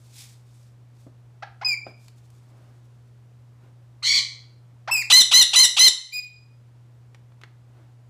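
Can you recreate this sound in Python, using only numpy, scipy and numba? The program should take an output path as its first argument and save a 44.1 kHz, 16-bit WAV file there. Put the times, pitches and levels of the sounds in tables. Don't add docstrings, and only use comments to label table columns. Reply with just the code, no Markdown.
import sys
import numpy as np
from scipy import signal
from scipy.fft import rfft, irfft, next_fast_len
from scipy.io import wavfile
from scipy.ndimage import minimum_filter1d
from numba import njit

SR = 44100
rng = np.random.default_rng(int(sys.argv[2]) if len(sys.argv) > 2 else 0)


def output_pcm(signal):
    pcm = np.clip(np.atleast_2d(signal).T, -1, 1) * 32767
    wavfile.write(sys.argv[1], SR, np.round(pcm).astype(np.int16))


N = 356857
T = np.arange(N) / SR
CALL = SR // 4
ONSET_DB = -19.5
COLLAPSE_S, FRAY_S = 0.0072, 0.012


def syrinx(hz, db, rough, lift_db, throat, halves_db, jitter, flutter_hz, patchy_db, air_db, tilt_db=0):
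    t = T[:len(hz)]
    flutter = jitter * rough * wobble(flutter_hz, CALL)[:len(t)]
    phase = 2 * np.pi * np.cumsum(hz * (1 + flutter)) / SR
    k = np.arange(1, 33)[:, None] / 2
    patches = wobble(80, len(k) * CALL).reshape(len(k), CALL)[:, :len(t)]
    colour_db = lookup(throat, k * hz) + tilt_db * np.log2(k)
    gain = undb(colour_db + halves_db * (k % 1 > 0) + lift_db * (k == 2) + patchy_db * patches)
    gain *= np.clip((SR / 2 - k * hz) / (SR / 10), 0, 1)
    gain /= np.sqrt(np.sum(gain ** 2, axis=0) / 2)
    tone = np.sum(gain * np.sin(k * phase + rng.uniform(0, 2 * np.pi, k.shape)), axis=0)
    air = undb(air_db) * rough * noise(throat, CALL)[:len(t)] * (1 + .5 * np.cos(phase))
    fade = np.clip(np.minimum(t, t[-1] - t) / 0.0026, 0, 1)
    return (tone + air) * fade * undb(db)


def arch(t, crest_hz, crest_s, scoop_hz, sag_hz, sag_s, drop_hz):
    scoop = np.maximum(1 - t / crest_s, 0) ** 2
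    sag = 1 - np.exp(-(np.maximum(t - crest_s, 0) / sag_s) ** 2)
    drop = np.exp((t - t[-1]) / COLLAPSE_S)
    return crest_hz - scoop_hz * scoop - sag_hz * sag - drop_hz * drop


def effort(t, attack_s, fade_db):
    return ONSET_DB * np.exp(-t / attack_s) - fade_db * t / t[-1]


# start, sweep length and screech length in seconds, gain in dB,
# brightness of the screech in dB an octave.
SQUAWKS = [(5.099, 0.024, 0.1, -1, 0), (5.312, 0.023, 0.098, 1.5, 0), (5.53, .027, .102, 3, 0),
           (5.765, 0.026, 0.099, 4.5, -0.5)]


def squawks(overlap_s=.003):
    out = np.zeros(N)
    for start, sweep_s, screech_s, db, tilt_db in SQUAWKS:
        add(out, start, undb(db) * sweep(clock(sweep_s + overlap_s)))
        add(out, start + sweep_s, undb(db) * screech(clock(screech_s), tilt_db))
    return out


# frequency in Hz, gain in dB.
SCREECH_THROAT = [(150, -31.5), (400, -10), (1000, -17), (1600, -23.5), (2050, -5), (2500, -15), (3050, 6),
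                  (3550, 0), (4150, 2), (4550, -8.5), (5100, 2), (6100, 1), (6600, -12.5), (7100, 5.5),
                  (8100, -11), (8650, -14.5), (9300, 2), (10200, -10.5), (11000, -5), (12200, -25),
                  (15000, -22.5)]
FLICKS_S = [0.047, .067]


def screech(t, tilt_db):
    flick = sum(bump(t, at, width=.008) for at in FLICKS_S)
    hz = arch(t, crest_hz=2024.5, crest_s=0.027, scoop_hz=79.7, sag_hz=16, sag_s=.06, drop_hz=311)
    hz += 88.7 * flick
    hz *= 1 + .008 * wobble(70, CALL)[:len(t)]
    db = -2.5 + effort(t, attack_s=.001, fade_db=-0.96)
    rough = 0.16 + 0.44 * np.exp((t - t[-1]) / FRAY_S)
    halves_db = -10 + ONSET_DB * np.exp(-t / 0.0024)
    return syrinx(hz, db, rough, lift_db=4.5 + 4.5 * flick, throat=SCREECH_THROAT, halves_db=halves_db,
                  jitter=.042, flutter_hz=700, patchy_db=3, air_db=-7, tilt_db=tilt_db)


# frequency in Hz, gain in dB.
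SWEEP_THROAT = [(350, -42.5), (650, -8), (1300, -6), (1900, -19), (2900, 8), (3900, 4), (5000, -4.5),
                (7000, -7.5), (10000, -13.5), (12000, -29), (15000, -32.5)]


def sweep(t, from_hz=610, to_hz=1533.6):
    hz = np.linspace(from_hz, to_hz, len(t))
    db = -8.5 + effort(t, attack_s=.003, fade_db=2.5)
    return syrinx(hz, db, rough=0.35, lift_db=0, throat=SWEEP_THROAT, halves_db=-10.5,
                  jitter=0.096, flutter_hz=593, patchy_db=1.5, air_db=-19.0)


# start, length and attack in seconds, level and fade in dB,
# crest in Hz, seconds to the crest, scoop and sag in Hz, sag time in seconds, closing drop in Hz,
# second-harmonic lift at the start and at the end in dB, brightness in dB an octave.
WHISTLES = [ (1.646, 0.1, 0.0012, -20.5, 4.5, 2513, 0.018, 30, 156, 0.04, 140, 29.5, -2.5, -1.5),
            (4.91, .118, 0.0042, -15.5, 12.5, 2675, 0.021, 142, 210, 0.024, 700, 1, 4.5, 3),
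            (6.121, .08, 0.01, -17, 5, 2473, 0.035, 153, 12, 0.032, 23, 6.5, 6.5, 2)]
# frequency in Hz, gain in dB.
WHISTLE_THROAT = [(1200, -7.5), (2400, -1.5), (5000, -16), (7500, -17.5), (10000, -30), (12500, -30),
                  (15000, -27.5)]


def whistles(crack_at_s=4.973):
    out = np.zeros(N)
    for start, length, attack_s, db, fade_db, *pitch, first_db, last_db, tilt_db in WHISTLES:
        t = clock(length)
        ending = np.exp((t - t[-1]) / FRAY_S)
        rough = 0.056 + 0.092 * ending + 0.53 * bump(start + t, crack_at_s, width=.008)
        level_db = db + effort(t, attack_s, fade_db)
        lift_db = np.linspace(first_db, last_db, len(t))
        note = syrinx(arch(t, *pitch), level_db, rough, lift_db, WHISTLE_THROAT, halves_db=-56.5,
                      jitter=.04, flutter_hz=700, patchy_db=3.5, air_db=-39.5,
                      tilt_db=tilt_db - 5 * ending)
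        add(out, start, note)
    return out


# frequency in Hz, gain in dB.
RASP_THROAT = [(500, -37.5), (1100, -25.5), (1600, -27.5), (2250, -1.5), (2800, -9.5), (3300, -3),
               (3750, -5.5), (4200, 2), (4700, 0.5), (5100, -13), (5600, -5), (6600, -10), (8000, -12.5),
               (10000, -28), (15000, -39)]


def rasp(start_s=4.026, length_s=.168):
    out, t = np.zeros(N), clock(length_s)
    hz = arch(t, crest_hz=2253, crest_s=.115, scoop_hz=223.3, sag_hz=88.7, sag_s=0.033, drop_hz=291.4)
    db = -15 + effort(t, attack_s=0.012, fade_db=-1.0)
    call = syrinx(hz, db, rough=0.74, lift_db=2, throat=RASP_THROAT, halves_db=-2.0,
                  jitter=.055, flutter_hz=220, patchy_db=2.5, air_db=-36.5)
    add(out, start_s, call)
    return out


# start and length in seconds, first and last pitch in Hz, level in dB,
# roughness from 0 to 1, second-harmonic lift in dB.
CROAKS = [(1.422, 0.018, 574, 923, -33, 0.84, 4.5), (1.611, 0.029, 585, 1157, -35, 0.83, 4),
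          (4.022, 0.024, 1054, 1580, -41, 0.6, 10.5), (4.874, 0.032, 517, 1145, -28.5, 0.15, 0)]
# frequency in Hz, gain in dB.
CROAK_THROAT = [(330, -26), (600, -2.5), (950, 11), (1450, 0.5), (2000, -0.5), (3000, -11.5), (4000, -12),
                (5500, -14.5), (7000, -28.5), (9000, -38.5), (15000, -50.5)]


def croaks():
    out = np.zeros(N)
    for start, length, first_hz, last_hz, db, rough, lift_db in CROAKS:
        t = clock(length)
        hz = np.linspace(first_hz, last_hz, len(t))
        level_db = db + effort(t, attack_s=0.0021, fade_db=0)
        croak = syrinx(hz, level_db, rough, lift_db, CROAK_THROAT, halves_db=-24,
                       jitter=0.073, flutter_hz=598.7, patchy_db=2.0, air_db=-18.5)
        add(out, start, croak)
    return out


# start in seconds, level in dB, resonance in Hz.
KNOCKS = [(1.064, -39, 338), (1.864, -30.5, 557), (2.082, -44.5, 4400), (2.303, -54, 7790),
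          (7.146, -44, 2300), (7.319, -56, 1626), (7.414, -46.5, 2784), (7.435, -36, 1580)]


def knocks():
    out, t = np.zeros(N), T[:SR // 5]
    for start, db, hz in KNOCKS:
        resonance = [(hz / 12, -18), (hz / 3, -2), (hz, 0), (hz * 3, -16), (hz * 9, -42), (hz * 20, -60)]
        contact = 1 - np.exp(-(t * hz) ** 2)
        decay_s = 0.00607 * (1000 / hz) ** 0.42
        add(out, start, undb(db) * noise(resonance, len(t)) * contact * np.exp(-t / decay_s))
    return out


# peak time and half-width in seconds, level in dB.
RUSTLES = [(.198, 0.043, -48.5), (.24, 0.11, -56.5), (.03, 0.096, -66), (.58, .12, -66.5),
           (1.01, .064, -68.5), (2.05, 0.064, -64.5)]
# frequency in Hz, gain in dB.
CLOTH_COLOUR = [(470, -39), (800, -1), (1330, -4.5), (2410, 7.5), (2940, 3), (3330, 8.5), (7930, 9),
                (15500, -4)]


def curtain(slip_from_s=2.16, slip_to_s=3.12):
    along = (T - slip_from_s) / (slip_to_s - slip_from_s)
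    slip_db = -72 - 8.5 * along + 4.5 * wobble(16, N)
    slipping = ((along > 0) & (along < 1)) * undb(slip_db)
    return (swishes(RUSTLES) + slipping) * noise(CLOTH_COLOUR, N) * undb(1.7 * wobble(80, N))


# peak time and half-width
# in seconds, level in dB.
BRUSHES = [(1.89, .028, -52.5), (2.62, .2, -61.5), (3.65, .06, -61), (7.8, .09, -61)]
# frequency in Hz, gain in dB.
SKIN_COLOUR = [(60, -5), (250, 0.5), (700, -5.5), (1500, -12), (4000, -23.5), (15000, -38)]


def hand():
    return swishes(BRUSHES) * noise(SKIN_COLOUR, N)


# frequency in Hz, seconds to fall by 60 dB.
ROOM_T60 = [(200, .3), (900, 0.52), (2200, 0.49), (4500, 0.46), (8000, 0.38), (15000, 0.11)]


def room(x, wet_db, early_db, early_s, gap_s):
    t = T[:SR]
    f = np.fft.rfftfreq(SR, 1 / SR)
    white = rfft(rng.standard_normal(SR))
    centres, t60s = np.transpose(ROOM_T60)
    tail = 0
    for share, t60 in zip(np.eye(len(centres)), t60s):
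        band = irfft(white * lookup(np.c_[centres, share], f), SR)
        tail = tail + band * np.exp(-np.log(1000) * t / t60)
    early = noise([(4000, -0.5), (8000, -4.5), (15000, -6.5)], SR) * np.exp(-t / early_s)
    response = (undb(wet_db) * tail + undb(early_db) * early) * np.clip(t / gap_s, 0, 1) / np.sqrt(SR)
    return signal.fftconvolve(x, response)[:N]


# frequency in Hz, gain in dB.
ROOM_TONE = [(25, 5.5), (60, 6.5), (120, 2), (250, -3), (500, -8), (1000, -12), (2000, -19.5),
             (4000, -24.5), (8000, -28.5), (15000, -37.5)]


def background(hum_hz=120.2, hum_db=-49.5, air_db=-59.5):
    hum = undb(hum_db + 0.11 * wobble(2, N)) * np.sqrt(2) * np.sin(2 * np.pi * hum_hz * T)
    return hum + undb(air_db) * noise(ROOM_TONE, N)


def undb(db):
    return 10 ** (np.asarray(db) / 20)


def unit(x):
    return x / np.sqrt(np.mean(x ** 2))


def lookup(points, hz):
    f, value = np.transpose(points)
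    return np.interp(np.log(np.maximum(hz, 1)), np.log(f), value)


def noise(points, size):
    n = next_fast_len(size)
    colour = undb(lookup(points, np.fft.rfftfreq(n, 1 / SR)))
    return unit(irfft(rfft(rng.standard_normal(n)) * colour, n)[:size])


def wobble(hz, size):
    return unit(signal.sosfilt(signal.butter(4, hz, fs=SR, output="sos"), rng.standard_normal(size)))


def bump(t, at, width):
    return np.exp(-((t - at) / width) ** 2)


def swishes(rows):
    return sum(undb(db) * bump(T, at, width) for at, width, db in rows)


def clock(length):
    return T[:int(length * SR)]


def add(track, start, sound):
    i = int(start * SR)
    track[i:i + len(sound)] += sound[:N - i]


def scene(averted_db=-6, close_send_db=-4):
    sources = croaks() + whistles() + squawks() + curtain()
    aside = rasp()
    close = hand() + knocks()
    send = sources + aside + undb(close_send_db) * close
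    walls = room(send, wet_db=6.0, early_db=8.5, early_s=0.037, gap_s=0.0046)
    return (sources + undb(averted_db) * aside + close + walls + background())[None]


@njit
def follow(x, attack, release):
    out, level = np.empty(len(x)), 0.
    for i in range(len(x)):
        level += (x[i] - level) * (attack if x[i] > level else release)
        out[i] = level
    return out


def record(dry, knee_db=0.5, attack_s=0.0017, hold_s=0.14, release_s=0.21, ceiling=0.6, top_hz=15400):
    half = int(hold_s * SR / 2)
    peak = -minimum_filter1d(-np.abs(dry[0]), 2 * half + 1, origin=half)
    envelope = follow(peak, 1 / (1 + attack_s * SR), 1 / (1 + release_s * SR))
    held = dry / (1 + (envelope / undb(knee_db)) ** 4) ** (1 / 4)
    rounded = ceiling * np.tanh(held / ceiling)
    thinned = signal.sosfilt(signal.butter(4, 62, "high", fs=SR, output="sos"), rounded)
    return signal.sosfilt(signal.ellip(10, .2, 80, top_hz, fs=SR, output="sos"), thinned)


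dry = scene()
out = record(dry)
output_pcm(out)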